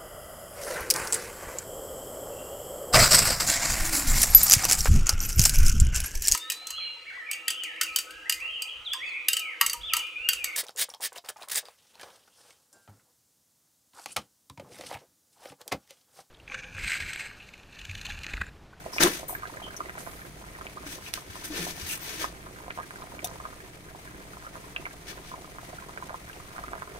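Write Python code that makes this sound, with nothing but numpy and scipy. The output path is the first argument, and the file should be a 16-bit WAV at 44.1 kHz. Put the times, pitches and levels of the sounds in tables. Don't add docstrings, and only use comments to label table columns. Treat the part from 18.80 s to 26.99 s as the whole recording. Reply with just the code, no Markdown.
import sys
import numpy as np
from scipy import signal
from scipy.fft import rfft, irfft, next_fast_len
from scipy.io import wavfile

SR = 44100
rng = np.random.default_rng(int(sys.argv[2]) if len(sys.argv) > 2 else 0)


def master(y):
    cut = np.clip(np.atleast_2d(y).T, -1, 1)
    pcm = np.round(cut * 32767)
    wavfile.write(sys.argv[1], SR, pcm.astype(np.int16))


N = 361179
TIME = np.arange(N) / SR
TOP_HZ = 15700


def undb(db):
    return 10 ** (np.asarray(db) / 20)


def unit(x):
    return x / np.sqrt(np.mean(x ** 2))


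def pan(db):
    return undb(np.array([[db], [-db]]) / 2)


def curves(table):
    s, *columns = np.transpose(table)
    return [np.interp(TIME, s, column) for column in columns]


def colour(x, points):
    size = next_fast_len(N + 4096)
    hz, db = np.transpose(points)
    f = np.maximum(np.arange(size // 2 + 1) * SR / size, 1)
    gain = undb(np.interp(np.log(f), np.log(hz), db))
    return irfft(rfft(x, size) * gain, size)[..., :N]


def resonate(x, hz, width_hz):
    hz = min(hz, 0.45 * SR)
    b, a = signal.iirpeak(hz, hz / width_hz, fs=SR)
    return signal.lfilter(b, a, x)


def walk(rate):
    knots = rng.standard_normal(4096)
    return np.interp(TIME * rate, np.arange(len(knots)), knots) * np.sqrt(3 / 2)


def add(out, s, sound):
    i = max(int(s * SR), 0)
    out[:, i:i + sound.shape[1]] += sound[:, :max(N - i, 0)]


def echoes(x, decay_s, db):
    rise_s = 0.0029
    t = TIME[:SR // 3]
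    tail = rng.standard_normal((2, len(t))) * np.exp(-t / decay_s) * (1 - np.exp(-t / rise_s))
    tail /= np.sqrt(np.sum(tail ** 2, axis=1, keepdims=True))
    return undb(db) * signal.fftconvolve(x, tail, axes=1)[:, :N]


def pot():
    # t/s, level/dB
    boil_points = [(0, 4), (1.25, 3.5), (1.55, -0.5), (1.85, 2.5), (2.4, -1.5), (3.9, 1.5), (4.55, 5),
                   (4.9, -2.5), (5.4, .5), (7, 1.5), (8.19, 3)]
    # t/s, peak level before echoes and colouring/dB, cavity pitch f/Hz,
    # ring length/cycles
    loud_plops = [(.0622, -28.5, 627, 1.1), (.1643, -29.5, 800, 1.3), (.1832, -16.5, 2300, 2.7),
                  (.431, -33, 684, 0.89), (.4945, -31.5, 910, 1.8), (.5275, -31, 755, 2.4),
                  (.5503, -28.5, 1620, 4), (.6319, -30.5, 1180, 4.5), (.654, -33.5, 1540, 4),
                  (.7706, -35, 1660, 4.3), (1.0049, -25.5, 1155, 3.3), (1.0952, -30, 1630, 1.2),
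                  (1.18, -31, 1400, 2), (1.2736, -30.5, 820, 0.61), (1.8118, -31.5, 1210, 1.9),
                  (1.868, -29, 2300, 1.9), (1.972, -34.5, 1170, 4.5), (2.3756, -32.5, 1160, 2.2),
                  (2.5556, -34, 1040, 1), (2.868, -29.5, 750, 1.2), (3.443, -19.5, 1120, 2),
                  (3.881, -31.5, 770, 1), (3.9065, -26, 2070, 0.92), (3.9758, -29.5, 950, 0.76),
                  (3.9881, -26.5, 950, 1.4), (3.9997, -29, 1150, 2.4), (4.1076, -33.5, 1530, 1.1),
                  (4.2213, -34, 1130, 2.1), (4.391, -33.5, 2240, 3.9), (4.513, -36.5, 1000, 1.6),
                  (4.6015, -32.5, 1130, 2.3), (4.6528, -28, 1160, 3.1), (5.149, -35.5, 875, 1.7),
                  (5.6664, -34, 1330, 3.6), (5.7553, -34, 1100, 1.4), (5.9627, -20, 2610, 5.4),
                  (6.054, -30, 2130, 5.6), (6.0658, -29.5, 1260, 0.93), (6.515, -35.5, 1080, 4.2),
                  (6.5382, -32.5, 966, 3.5), (6.785, -32.5, 1180, 1.4), (6.93, -37, 670, 2.5),
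                  (6.984, -38, 1390, 6.5), (7.0935, -34.5, 1030, 1.6), (7.175, -29.5, 1530, 1.9),
                  (7.2246, -30, 1020, 2.3), (7.295, -31, 1220, 1.1), (7.3064, -34, 690, 1.2),
                  (7.3433, -28, 1000, 1.9), (7.53, -39.5, 2680, 7), (7.7816, -32, 1290, 1.3),
                  (7.79, -31, 1190, 1.5), (7.838, -32, 1170, 3.7), (7.8817, -32, 1300, 1.7),
                  (7.9335, -26.5, 1120, 1.1), (7.9534, -32, 990, 0.76), (8.0218, -27.5, 1160, 1.5)]
    # f/Hz, level/dB
    pot_air = [(300, -2), (530, 1.5), (700, 3), (830, -1), (1050, 1.5), (1280, 2.5), (1500, -0.5),
               (1900, 1), (2700, -5), (3300, -3), (5000, -0.5)]

    boil_db, = curves(boil_points)
    all_plops = np.vstack([loud_plops, lesser_plops(boil_db, count=60)])
    burst = plops(all_plops)
    burst += undb(-48.0) * swarm(boil_db, hz=415, octaves=0.47, cycles=1.0, spread_db=2.5, count=600)
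    burst += undb(-48.0) * swarm(boil_db, hz=1207, octaves=0.51, cycles=0.93, spread_db=5.0, count=900)
    burst += undb(-47.0) * swarm(boil_db, hz=7300, octaves=0.56, cycles=1.7, spread_db=3.0, count=500)

    burst = pan(-4) * colour(burst, pot_air)
    left_lag_s = 0.00027
    burst[0] = np.interp(TIME - round(left_lag_s * SR) / SR, TIME, burst[0])

    wall = echoes(burst, decay_s=0.0056, db=-9)
    kitchen = echoes(burst, decay_s=0.024, db=-11.5)
    return burst + wall + kitchen + froth(boil_db, pot_air)


def plops(rows):
    out = np.zeros((2, N))
    chance = 2 * rng.random((len(rows), 3)) - 1
    for (s, db, hz, cycles), (place, shape, delay) in zip(rows, chance):
        gain = undb(db) * pan(2 * place)
        add(out, s, gain * bubble(hz, cycles))
        add(out, s, gain * undb(-8.0) * bubble(hz * (1.227 + 0.14 * shape), cycles))
        add(out, s, gain * undb(-14) * bubble(hz * 0.64, cycles / 2))
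        add(out, s, gain * undb(-8) * bubble(hz=1600, cycles=0.6))
        smack_s = s + 0.0065 + 0.003 * delay
        add(out, smack_s, gain * undb(-6) * bubble(hz * 0.89, cycles=0.9))
    return out


def bubble(hz, cycles, glide=0.032):
    turn = np.arange(int(6 * cycles / hz * SR) + 2) * hz / SR
    age = turn / cycles
    swell = (1 - np.exp(-2 * age)) * np.exp(-age ** 1.56)
    tone = np.sin(2 * np.pi * turn * (1 + glide * np.tanh(age)))
    return swell / swell.max() * tone


def lesser_plops(boil_db, count):
    level_db, spread_db = -42.5, 1.5
    middle_hz, spread_octaves = 1146, 0.44
    ring_s = 0.0027
    steam = np.cumsum(undb(boil_db))
    share = (np.arange(count) + rng.random(count)) / count
    at = np.searchsorted(steam / steam[-1], share)
    size, pitch = np.clip(rng.standard_normal((count, 2)), -1.7, 1.7).T
    hz = middle_hz * 2 ** (spread_octaves * pitch)
    db = level_db + boil_db[at] + spread_db * size
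    return np.column_stack([TIME[at], db, hz, hz * ring_s])


def swarm(boil_db, hz, octaves, cycles, spread_db, count):
    out = np.zeros((2, N))
    chance = np.clip(rng.standard_normal((count, 4)), -1.7, 1.7)
    times = rng.random(count) * TIME[-1]
    for s, (pitch, size, ring, side) in zip(times, chance):
        f = min(hz * 2 ** (octaves * pitch), TOP_HZ)
        gain = undb(boil_db[int(s * SR)] + spread_db * size)
        add(out, s, gain * pan(3 * side) * bubble(f, cycles * 2 ** (ring / 2)))
    return out


def froth(boil_db, pot_air):
    # f/Hz, level/dB
    simmer = [(60, -24), (300, -16), (700, 1.5), (1200, -3), (1700, -5), (2500, -2.5), (3500, -5),
              (6000, -7.5), (10000, -8), (16000, -10.5)]
    flicker = rng.standard_normal((2, N)) * undb(1.46 * walk(120))
    hiss = unit(colour(colour(flicker, simmer), pot_air))
    return hiss * undb(-52 + 0.29 * boil_db + 0.5 * walk(13))


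def rubbing():
    # f/Hz, width/Hz, level/dB
    rub_modes = [(1770, 180, 4.5), (2470, 490, -9), (3650, 180, -11)]
    # f/Hz, level/dB
    skin_spectrum = [(150, -12), (500, -4.5), (900, -3), (1800, -3), (3000, -0.5), (4500, 2), (6200, 0.5),
                     (8000, -5), (12000, -3.5), (16000, -4.5)]
    # f/Hz, level/dB
    thud_spectrum = [(30, -16), (110, -26.5), (170, -12), (240, -13), (330, 0), (420, -8.5), (600, -17),
                     (1500, -41)]

    friction, pressure, brightness = strokes()
    grain_db = 6.3 * rng.standard_normal((2, N)) + 1.84 * walk(250)
    grains = rng.standard_normal((2, N)) * undb(grain_db)
    grains = grains + sum(undb(db) * resonate(grains, hz, width) for hz, width, db in rub_modes)
    grains = grains + echoes(grains, decay_s=0.0043, db=-1.0)

    scrape = unit(colour(grains, skin_spectrum))
    treble_filter = signal.butter(3, 7000, "high", fs=SR, output="sos")
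    treble = signal.sosfiltfilt(treble_filter, scrape)
    body = pan(2.9) * (scrape - treble) * friction * undb(-2.85)
    scrape = body + treble * brightness * undb(4.5)

    thud = unit(colour(rng.standard_normal(N), thud_spectrum)) * pressure * undb(-3.0)

    judder = rng.standard_normal((2, N)) * undb(4.6 * walk(300))
    coarse = unit(resonate(resonate(judder, 1010, 1050), 1010, 1050))
    rasp = pan(4.0) * coarse * undb(4) * friction ** 1.66
    return scrape + rasp + thud


def strokes():
    # start t/s, attack/s, hold/s,
    # friction level/dB, thud level/dB, treble level against the friction/dB
    drags = [(0.113, .02, .05, -45.5, -54, 0.5), (0.195, 0.017, 0.042, -20, -21, -4),
             (0.286, 0.039, 0.047, -36, -62, -2), (2.051, 0.02, 0.08, -41, -54, -3),
             (2.188, 0.078, .015, -44, -65, -3.5), (2.328, .012, 0.031, -39.5, -60, -3),
             (2.424, 0.13, 0.085, -45, -60, -5.5), (2.636, 0.008, .015, -38, -47, 0.5),
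             (2.687, 0.086, 0.027, -32.5, -36.5, -7), (2.792, 0.02, 0.094, -37, -44.5, -3),
             (2.938, 0.067, 0.075, -39.5, -55, -3.5), (3.056, 0.057, 0.017, -34.5, -62, 3),
             (3.171, 0.094, 0.094, -37, -54, -5), (3.37, 0.035, 0.027, -32, -43, -6),
             (6.26, 0.033, .01, -38.5, -55, -8), (6.41, 0.07, .02, -44.5, -62, -8.5)]
    release_s = 0.032
    power = np.zeros((3, N))
    for s, attack_s, hold_s, friction_db, thud_db, treble_db in drags:
        press = np.clip((TIME - s) / attack_s, 0, 1)
        lift = np.exp(-np.clip(TIME - s - attack_s - hold_s, 0, 1) / release_s)
        gains = undb([friction_db, thud_db, friction_db + treble_db])
        power += np.outer(gains, press * lift) ** 2
    return np.sqrt(power)


def bumps():
    # t/s, pitch f/Hz, decay/s, level before the swell and fade/dB
    presses = [(.236, 349, .021, -13.5), (2.059, 288, 0.015, -33.5), (2.489, 90.5, 0.011, -33),
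               (2.699, 305, 0.028, -29), (2.787, 171, 0.05, -33.5), (3.022, 83.4, 0.032, -35)]
    out, t = np.zeros((2, N)), TIME[:SR // 3]
    for s, hz, decay_s, db in presses:
        swell = (1 - np.exp(-t / 0.008)) * np.exp(-t / decay_s)
        add(out, s, pan(2.8) * undb(db) * swell * np.sin(2 * np.pi * hz * t))
    return out


def squeaks():
    # t/s, fade length/s, level before the fade/dB, centre f/Hz, width/Hz
    slides = [(0.13, .06, -41, 5360, 900), (0.48, 0.062, -36, 13900, 1100), (.4825, .055, -40, 10100, 4000),
              (0.825, 0.05, -45, 3130, 200), (.964, .014, -39, 5840, 700), (0.965, 0.011, -43, 11400, 5000),
              (1.185, 0.042, -45, 8500, 7060), (1.2, 0.25, -51.5, 12100, 4500),
              (2.262, .026, -46, 2550, 600), (3.093, 0.06, -42.5, 2645, 450), (3.215, .04, -41, 14100, 900)]
    out = np.zeros((2, N))
    for s, length, db, hz, width_hz in slides:
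        t = TIME[:int(2 * length * SR)]
        b, a = signal.butter(2, min(width_hz, SR / 2) / 2, fs=SR)
        noise = rng.standard_normal((2, SR)) + 1j * rng.standard_normal((2, SR))
        waver = signal.lfilter(b, a, noise)[:, :len(t)]
        hiss = unit(np.real(waver * np.exp(2j * np.pi * hz * t)))
        fade = (1 - np.exp(-t / 0.00068)) * np.exp(-(t / length) ** 2 * 0.87)
        add(out, s, pan(-0.35) * undb(db) * hiss * fade)
    return out


def clicks():
    # t/s, level before the fade/dB, decay/s, extra level of the lowest mode/dB,
    # left minus right/dB, crack centre f/Hz
    ticks = [(0.2341, -11, 0.0038, -5, -1, 7000), (2.3385, -23, 0.0017, -15, -13, 5500),
             (4.4438, -24.5, 0.01, 6.5, 1, 13500), (4.472, -33.5, 0.0024, 2, -4, 8000)]
    # f/Hz, level/dB
    case_modes = [(715, -11.5), (3650, -12.5), (5750, -9.5), (6300, -12.5)]
    out, t = np.zeros((2, N)), TIME[:SR // 10]
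    for s, db, decay_s, lowest_db, side_db, crack_hz in ticks:
        crack = unit(resonate(rng.standard_normal((2, len(t))), crack_hz, 8500))
        ring = [undb(mode_db) * np.sin(2 * np.pi * hz * t) for hz, mode_db in case_modes]
        tick = crack + undb(lowest_db) * ring[0] + sum(ring[1:])
        add(out, s, pan(side_db) * undb(db) * np.exp(-t / decay_s) * tick)
    return out


def stove():
    # f/Hz, level/dB
    burner = [(20, -1), (35, -12), (52, 10), (72, -0.5), (120, 3), (175, 3), (230, -7.5), (320, -3),
              (450, -5), (700, -25), (2000, -36)]
    noise = rng.standard_normal(N) + 0.19 * rng.standard_normal((2, N))
    rumble = unit(colour(noise, burner)) * undb(-52.5)
    air = [(8, -13), (30, -1), (65, -7), (160, -40), (900, -62)]  # f/Hz, level/dB
    draught = undb(-61) * unit(colour(rng.standard_normal((2, N)), air))
    hum_tones = [(50, -60.5), (200, -64.5), (300, -62.5)]  # f/Hz, level/dB
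    hum = sum(undb(db) * np.sin(2 * np.pi * hz * TIME) for hz, db in hum_tones)
    return pan(-0.53) * (rumble + draught + hum)


def scene():
    return pot() + stove() + rubbing() + bumps() + squeaks() + clicks()


def record(dry):
    # f/Hz, level/dB
    left_port = [(1200, 2.5), (2200, 8), (5200, 0.5), (6600, 6), (7400, -3), (8300, -15.5), (9900, 0),
                 (11300, -4.5), (12600, -2.5), (13700, 4), (15500, -2.5)]
    # f/Hz, level/dB
    right_port = [(1200, 2), (2200, 5.5), (5200, 0.5), (7100, -4.5), (8200, 6.5), (9300, 3), (10000, 3.5),
                  (12300, -1.5), (13500, -6.5), (15000, -46)]
    heard = np.tanh([colour(dry[0], left_port), colour(dry[1], right_port)])
    top_cut = signal.ellip(10, 0.2, 80, TOP_HZ, fs=SR, output="sos")
    return signal.sosfilt(top_cut, heard)


dry = scene()
out = record(dry)
master(out)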